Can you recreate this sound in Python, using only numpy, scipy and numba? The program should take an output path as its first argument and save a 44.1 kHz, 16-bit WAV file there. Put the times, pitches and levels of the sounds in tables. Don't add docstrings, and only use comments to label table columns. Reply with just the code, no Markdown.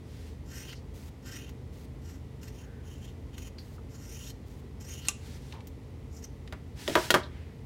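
import sys
import numpy as np
from scipy import signal
from scipy.fft import rfft, irfft, next_fast_len
from scipy.io import wavfile
from scipy.ndimage import uniform_filter1d
from numba import njit

SR = 44100
rng = np.random.default_rng(int(sys.argv[2]) if len(sys.argv) > 2 else 0)


def to_wav(sig):
    pcm = np.clip(np.atleast_2d(sig), -1, 1) * 32767
    pcm = np.round(pcm).astype(np.int16)
    wavfile.write(sys.argv[1], SR, pcm.T)


N = 337490
T = np.arange(N) / SR
HIT_T = T[:SR // 2]


def undb(db):
    return 10 ** (np.asarray(db) / 20)


def unit(x):
    return x / np.sqrt(np.mean(x ** 2))


def unit_hit(x):
    return x / np.sqrt(np.sum(x ** 2) / (SR / 100))


def add(out, start_s, x):
    i = int(start_s * SR)
    out[i:i + len(x)] += x[:len(out) - i]


def band(x, hz, kind, order=2):
    sos = signal.butter(order, np.minimum(hz, SR / 2 - 10), kind, fs=SR, output="sos")
    return signal.sosfilt(sos, x)


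def colour(x, points):
    size = next_fast_len(len(x) + 4096) * 2
    hz, db = np.transpose(points)
    f = np.maximum(np.arange(size // 2 + 1) * SR / size, 1)
    curve_db = np.interp(np.log(f), np.log(hz), db)
    cepstrum = irfft(np.log(undb(curve_db)))
    cepstrum[1:size // 2] *= 2
    cepstrum[size // 2 + 1:] = 0
    return irfft(rfft(x, size) * np.exp(rfft(cepstrum)))[:len(x)]


@njit
def svf(x, hz, width):
    y, band_state, low_state = np.empty(len(x)), 0., 0.
    for i in range(len(x)):
        g, k = np.tan(np.pi * hz[i] / SR), width / hz[i]
        v = (band_state + g * (x[i] - low_state)) / (1 + g * (g + k))
        band_state = 2 * v - band_state
        low_state += 2 * g * v
        y[i] = k * v
    return y


def resonate(x, hz, width):
    centre = np.minimum(hz, SR * 9 / 20) * np.ones(len(x))
    return svf(x + 1e-18, centre, float(width))


def walk(rate):
    k = max(int(SR / rate), 1)
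    steps = np.repeat(rng.standard_normal(N // k + 1), k)
    return unit(uniform_filter1d(steps, k))[:N]


def grains(per_s, spread_db):
    happens = rng.random(N) < per_s / SR
    return unit(happens * rng.standard_normal(N) * undb(spread_db * rng.standard_normal(N)))


def gate(start, end, fade):
    return np.clip(np.minimum(T - start, end - T) / fade + .5, 0, 1)


def effort(t, attack, hold, release, power):
    return np.clip(np.minimum(t / attack, 1 + (attack + hold - t) / release), 0, 1) ** power


def fade_out(t60):
    return np.exp(-np.log(1000) * HIT_T / t60)


def burst(t60):
    return unit_hit(rng.standard_normal(len(HIT_T)) * fade_out(t60))


def ring(modes, damping):
    total = np.zeros(len(HIT_T))
    for hz, db, t60 in modes:
        strength = undb(db + 2 * rng.standard_normal()) * rng.choice([-1, 1])
        total += strength * np.sin(2 * np.pi * hz * HIT_T) * fade_out(t60 / damping)
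    return unit_hit(total)


def crack(hz, t60):
    return unit_hit(np.sin(2 * np.pi * hz * HIT_T) * fade_out(t60))


def room(x, wet_db, t60=0.315, treble_t60=0.099):
    tail = band(burst(t60), 7300, "low") + 1.143 * band(burst(treble_t60), 5775, "high")
    tail *= np.clip(HIT_T / 0.0026 - .5, 0, 1)
    tail /= np.sqrt(np.sum(tail ** 2))
    return x + undb(wet_db) * signal.fftconvolve(x, tail)[:N]


# pitch_hz, level_db
RUMBLE_AND_AIR = [(25, -11.5), (55, -1.5), (94, -3), (185, -12.5), (256, -10.5), (326, -18), (427, -17.5),
                  (677, -28.5), (863, -29), (1610, -40.5), (1940, -35), (2610, -40), (2910, -40),
                  (16000, -56.5)]
# pitch_hz, rms_level_db
HUM = [(54.5, -54.5), (79, -50.5), (130, -53.5), (446.8, -65), (1992, -79.5)]


def background(air_db=-45, rumble_cut_hz=52):
    noise = colour(rng.standard_normal(N), RUMBLE_AND_AIR)
    air = unit(band(noise, rumble_cut_hz, "high", order=5))
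    hum = np.zeros(N)
    for hz, db in HUM:
        tone = np.sin(2 * np.pi * hz * T + hz / 90 * walk(6))
        hum += undb(db) * unit(tone * undb(2.0 * walk(5)))
    return undb(air_db) * air + hum


# start_s, attack_s, hold_s, release_s, level_db
CLOTH_MOVES = [(0, 0.138, 0.145, 0.106, -60.5), (5.128, 0.1474, 0.088, 0.0426, -56),
               (5.378, 0.044, 0.112, 0.049, -60.5), (6.75, 0.0546, 0.1094, 0.047, -48),
               (6.853, 0.1222, 0.0615, 0.109, -40.5), (7.11, 0.0462, 0.0094, 0.0526, -42)]
# pitch_hz, level_db
CLOTH_COLOUR = [(290, -8.5), (500, -9), (946, 3.5), (1080, -9), (1510, 3), (2330, 1.5), (2570, 2.5),
                (5390, 0.5), (16000, -13.5)]


def cloth():
    force = np.zeros(N)
    for start, attack, hold, release, db in CLOTH_MOVES:
        force += undb(db) * effort(T - start, attack, hold, release, power=1.167)
    patches = undb(.7 * walk(50))
    rustle = unit(colour(rng.standard_normal(N), CLOTH_COLOUR))
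    return force * patches * rustle


# start_s, length_s, pitch_hz, width_hz (of the second resonance), level_db
SCRAPES = [(0.688, 0.0678, 2937, 300, -54.5), (0.752, 0.065, 4700, 2200, -62), (2.546, .03, 5020, 250, -75),
           (2.6, 0.67, 1592, 400, -69), (3.583, 0.049, 4563, 600, -54.5), (3.781, 0.017, 1220, 300, -57),
           (4.896, 0.047, 6602, 220, -52.5), (4.945, 0.282, 2925, 350, -59),
           (5.069, 0.0148, 8460, 300, -51.5), (5.528, 0.115, 912, 300, -56),
           (5.533, 0.12, 2400, 1800, -64.5), (6.165, 0.0376, 5850, 900, -59.5),
           (6.239, 0.0232, 6010, 1000, -48.5), (7.231, 0.046, 3820, 900, -53),
           (7.314, 0.35, 1910, 1510, -64)]


def scrapes():
    out = np.zeros(N)
    for start, length, hz, width, db in SCRAPES:
        swell = np.sin(np.pi * np.linspace(0, 1, int(length * SR)) ** 0.283)
        rub = resonate(swell * rng.standard_normal(len(swell)), hz, 2 * width)
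        add(out, start, undb(db) * unit(resonate(rub, hz, width)))
    return out


# start_s, level_db
TAPS = [(3.584, -54), (5.524, -47), (5.606, -56.5), (6.476, -52)]
# pitch_hz, level_db
TAP_COLOUR = [(700, -24.5), (1800, 2.5), (3000, 2.5), (4200, 0.5), (6000, -8.5), (16000, -32)]


def taps():
    out = np.zeros(N)
    for start, db in TAPS:
        click = unit_hit(colour(burst(t60=0.031), TAP_COLOUR))
        add(out, start, undb(db) * click)
    return out


# start_s, end_s, level_db
OPENINGS = [(0.13, 0.31, -72), (0.941, 1.094, -58.5), (1.726, 1.858, -62), (3.583, 3.769, -63),
            (4.463, 4.607, -65)]
# pitch_hz, level_db
SLIDE_COLOUR = [(1000, 1), (2500, 0), (6500, -1), (9000, -6), (15000, -6)]


def opening():
    hiss = unit(colour(grains(per_s=16000, spread_db=2.5), SLIDE_COLOUR))
    level = sum(undb(db) * gate(start, end, fade=0.0085) for start, end, db in OPENINGS)
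    return hiss * undb(1.0 * walk(90)) * level


# start_s, thud_level_db, steel_clack_level_db, thud_cutoff_hz (lower for softer contact)
BLOWS = [(6.5248, -40, -46.5, 3000), (6.8779, -27, -30.5, 692), (6.897, -30.5, -41, 448),
         (6.9536, -16, -26, 2710), (6.972, -23.5, -37.5, 1500), (7.1046, -24.5, -17.5, 792),
         (7.1414, -15.5, -24, 2000), (7.146, -18, -29, 1780)]
# pitch_hz, level_db, t60_s before damping
TABLE_MODES = [(355, -9, .28), (450, -14, .2), (554, -12, .17), (619, -6, .17), (673, -10, .16),
               (974, -2, .13), (1184, -4, .12), (1380, -6, .1), (1590, -1, .08), (1836, -11, .1)]
# pitch_hz, level_db, t60_s before damping
SHUT_MODES = [(1461, -7.5, 0.111), (1882, 1.5, 0.052), (3324, -2, 0.059), (3795, 0.5, 0.0293)]
# pitch_hz, level_db
THUD_COLOUR = [(71, -46.5), (120, -18.5), (214, -12.5), (338, -9.5), (498, -11.5), (637, -11), (874, -16.5),
               (971, -10), (1620, -15), (2300, -15.5), (8000, -31.5), (10400, -47), (17600, -120)]
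CLACK_COLOUR = [(590, -22), (1000, -20.5), (1200, -51.5), (1370, -6), (1610, -11), (1810, -16.5),
                (2330, -9), (3380, -9.5), (4470, -8), (5440, -13.5), (16000, -24)]


def set_down(table_ring_db=0, steel_ring_db=0, crack_db=-1, rattle_db=0):
    out = np.zeros(N)
    for start, thud_db, clack_db, contact_hz in BLOWS:
        thud = unit_hit(colour(burst(t60=0.1286), THUD_COLOUR))
        thud += undb(table_ring_db) * ring(TABLE_MODES, damping=1.8)
        thud = unit_hit(band(thud, contact_hz, "low", order=4))
        rattle = unit_hit(colour(burst(t60=0.0526), CLACK_COLOUR))
        clack = undb(crack_db) * crack(hz=3197, t60=0.0025) + undb(rattle_db) * rattle
        clack += undb(steel_ring_db) * ring(SHUT_MODES, damping=1.66)
        add(out, start, undb(thud_db) * thud + undb(clack_db) * unit_hit(clack))
    return out


# start_s, level_db of the body (crack and ring are set against it)
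SNAPS = [(5.085, -23)]
# pitch_hz, level_db
SNAP_COLOUR = [(400, -28.5), (1160, -5), (1730, -22), (2800, -3.5), (3260, -13.5), (3690, -8.5),
               (4700, -13.5), (5300, -5.5), (6850, -4), (8100, -8.5), (11800, -17.5), (16000, -40.5)]
# pitch_hz, level_db, t60_s
STEEL_MODES = [(1174, 0, .06), (2509, -5, .055), (2762, -3, .04), (4118, -15, .08), (6180, 0, .047),
               (6702, 0, .055), (7300, 0, .03), (8592, -11, .05)]


def snap(crack_db=-7, ring_db=-8.0, rattle_db=-4):
    out = np.zeros(N)
    for start, db in SNAPS:
        rattle = burst(t60=.04)
        steel = ring(STEEL_MODES, damping=1)
        body = unit_hit(colour(burst(t60=0.00404) + undb(rattle_db) * rattle, SNAP_COLOUR))
        hit = body + undb(crack_db) * crack(hz=6830, t60=0.0054) + undb(ring_db) * steel
        add(out, start, undb(db) * hit)
    return out


# pitch_hz, width_hz, level_db
BLADES = [(1587, 132, -2.5), (2067, 248, -0.5), (2756, 326, 0.5), (5764, 526, -9.5), (6725, 380, -6.5),
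          (12910, 2200, -7)]


def through_blades(x, ring_db=6):
    ringing = sum(undb(db) * resonate(x, hz, width) for hz, width, db in BLADES)
    return x + undb(ring_db) * ringing


# start_s, level_db, brightness_db_per_octave (from 1 to 16 kHz)
CATCHES = [(.652, -52, 0), (.729, -48, 0), (1.492, -53.5, 0.5), (2.431, -52, 2.5), (3.38, -47, 1),
           (3.42, -56.5, 1.5), (3.474, -57.5, 2), (5.671, -50, 9)]
# pitch_hz, level_db
THREAD_COLOUR = [(600, -8), (1000, 1.5), (1540, 0.5), (2800, -0.5), (3800, -0.5), (6550, -1.5),
                 (10000, -11), (16000, -10.5)]


def catches():
    out = np.zeros(N)
    for start, db, tilt_db in CATCHES:
        slope = [(1000, 0), (16000, 4 * tilt_db)]
        jolt = through_blades(colour(burst(t60=0.053), THREAD_COLOUR))
        add(out, start, undb(db) * unit_hit(colour(jolt, slope)))
    return out


# start_s, attack_s, hold_s, release_s, level_db, closure at the start and at the end (0 open, 1 shut),
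# edge_rasp_db (treble from 5300 Hz up)
STROKES = [(0.447, 0.1337, 0.027, 0.101, -48, 0.05, 0.82, 3.5),
           (0.671, 0.017, 0.0457, 0.022, -51.5, 0.97, 1, -4),
           (1.219, 0.1048, 0.0302, 0.0964, -46.5, 0, 0.8, 2),
           (1.402, 0.039, 0.0366, 0.043, -57, 0.65, 0.8, -2),
           (2.006, 0.061, 0.053, 0.091, -58, 0.3, 0.07, 5),
           (2.409, 0.023, .006, 0.0397, -55, 0.19, 0.27, 7),
           (2.465, .016, 0.0059, 0.0267, -54.5, 0.3, 0.55, 1.5),
           (2.506, 0.0636, 0.044, 0.066, -59, 0.54, 0.75, 5),
           (2.816, 0.0826, 0.0344, 0.13, -59.5, 0.71, 0.79, 6.5),
           (3.015, 0.0222, 0.0303, 0.073, -58, 0.81, 0.83, 1),
           (3.325, 0.0163, 0.0047, 0.0224, -54.5, 0.79, 0.8, -3.5),
           (3.362, 0.0182, 0.0944, 0.024, -55, 0.64, 0.68, 5.5),
           (3.883, 0.0406, 0.102, 0.112, -61, 0, 0.27, 6.5),
           (3.985, 0.195, 0.122, 0.024, -49, 0.3, 0.95, 7.5),
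           (4.797, 0.0176, 0.0072, 0.0163, -51.5, 0.29, 0.34, 7),
           (4.82, 0.0689, 0.1082, 0.023, -50, 0.35, 0.87, 7),
           (5.011, 0.042, 0.061, .008, -49.5, 0.98, 0.9, -1),
           (6.095, 0.0756, .004, 0.067, -59.5, 0, 0.05, 13.5),
           (6.22, 0.0228, 0.0043, 0.0136, -50, 0.31, 0.48, 8.5)]
# open_hz, shut_hz, width_hz, level_db
FREE_BLADE = [(1550, 4900, 650, -1), (4900, 8900, 1000, -6), (7300, 13300, 750, 0),
              (11400, 19000, 2000, -5)]


def cutting(crunch_db=-7, patchy_db=1.88, steel_db=-1):
    out = np.zeros(N)
    snaps = colour(grains(per_s=6000, spread_db=1.5), THREAD_COLOUR)
    steel = signal.fftconvolve(snaps, burst(t60=0.0476))[:N]
    snaps = unit(snaps) + undb(steel_db) * unit(steel)
    bunches = undb(patchy_db * walk(90))
    waver = np.exp(.02 * walk(30))
    for start, attack, hold, release, db, closure_start, closure_end, rasp_db in STROKES:
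        span = slice(int(start * SR), int((start + attack + hold + release) * SR))
        crunch = snaps[span]
        closure = np.linspace(closure_start, closure_end, len(crunch))
        free = np.zeros(len(crunch))
        for open_hz, shut_hz, width, mode_db in FREE_BLADE:
            hz = open_hz * (shut_hz / open_hz) ** closure ** 2 * waver[span]
            free += undb(mode_db) * resonate(crunch, hz, width)
        edge = [(3700, 0.0044), (5300, rasp_db)]
        cut = through_blades(colour(undb(crunch_db) * crunch + free, edge))
        even = cut / np.sqrt(uniform_filter1d(cut ** 2, size=2048))
        force = undb(db) * effort(T[span] - start, attack, hold, release, power=0.98)
        add(out, start, force * bunches[span] * even)
    return out


def scene():
    work = cutting() + opening() + cloth() + scrapes() + catches() + taps() + set_down()
    return (room(work, wet_db=-13) + room(snap(), wet_db=-14) + background())[None]


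def record(dry, top_hz=15900):
    return signal.sosfilt(signal.ellip(10, .2, 70, top_hz, fs=SR, output="sos"), dry)


dry = scene()
out = record(dry)
to_wav(out)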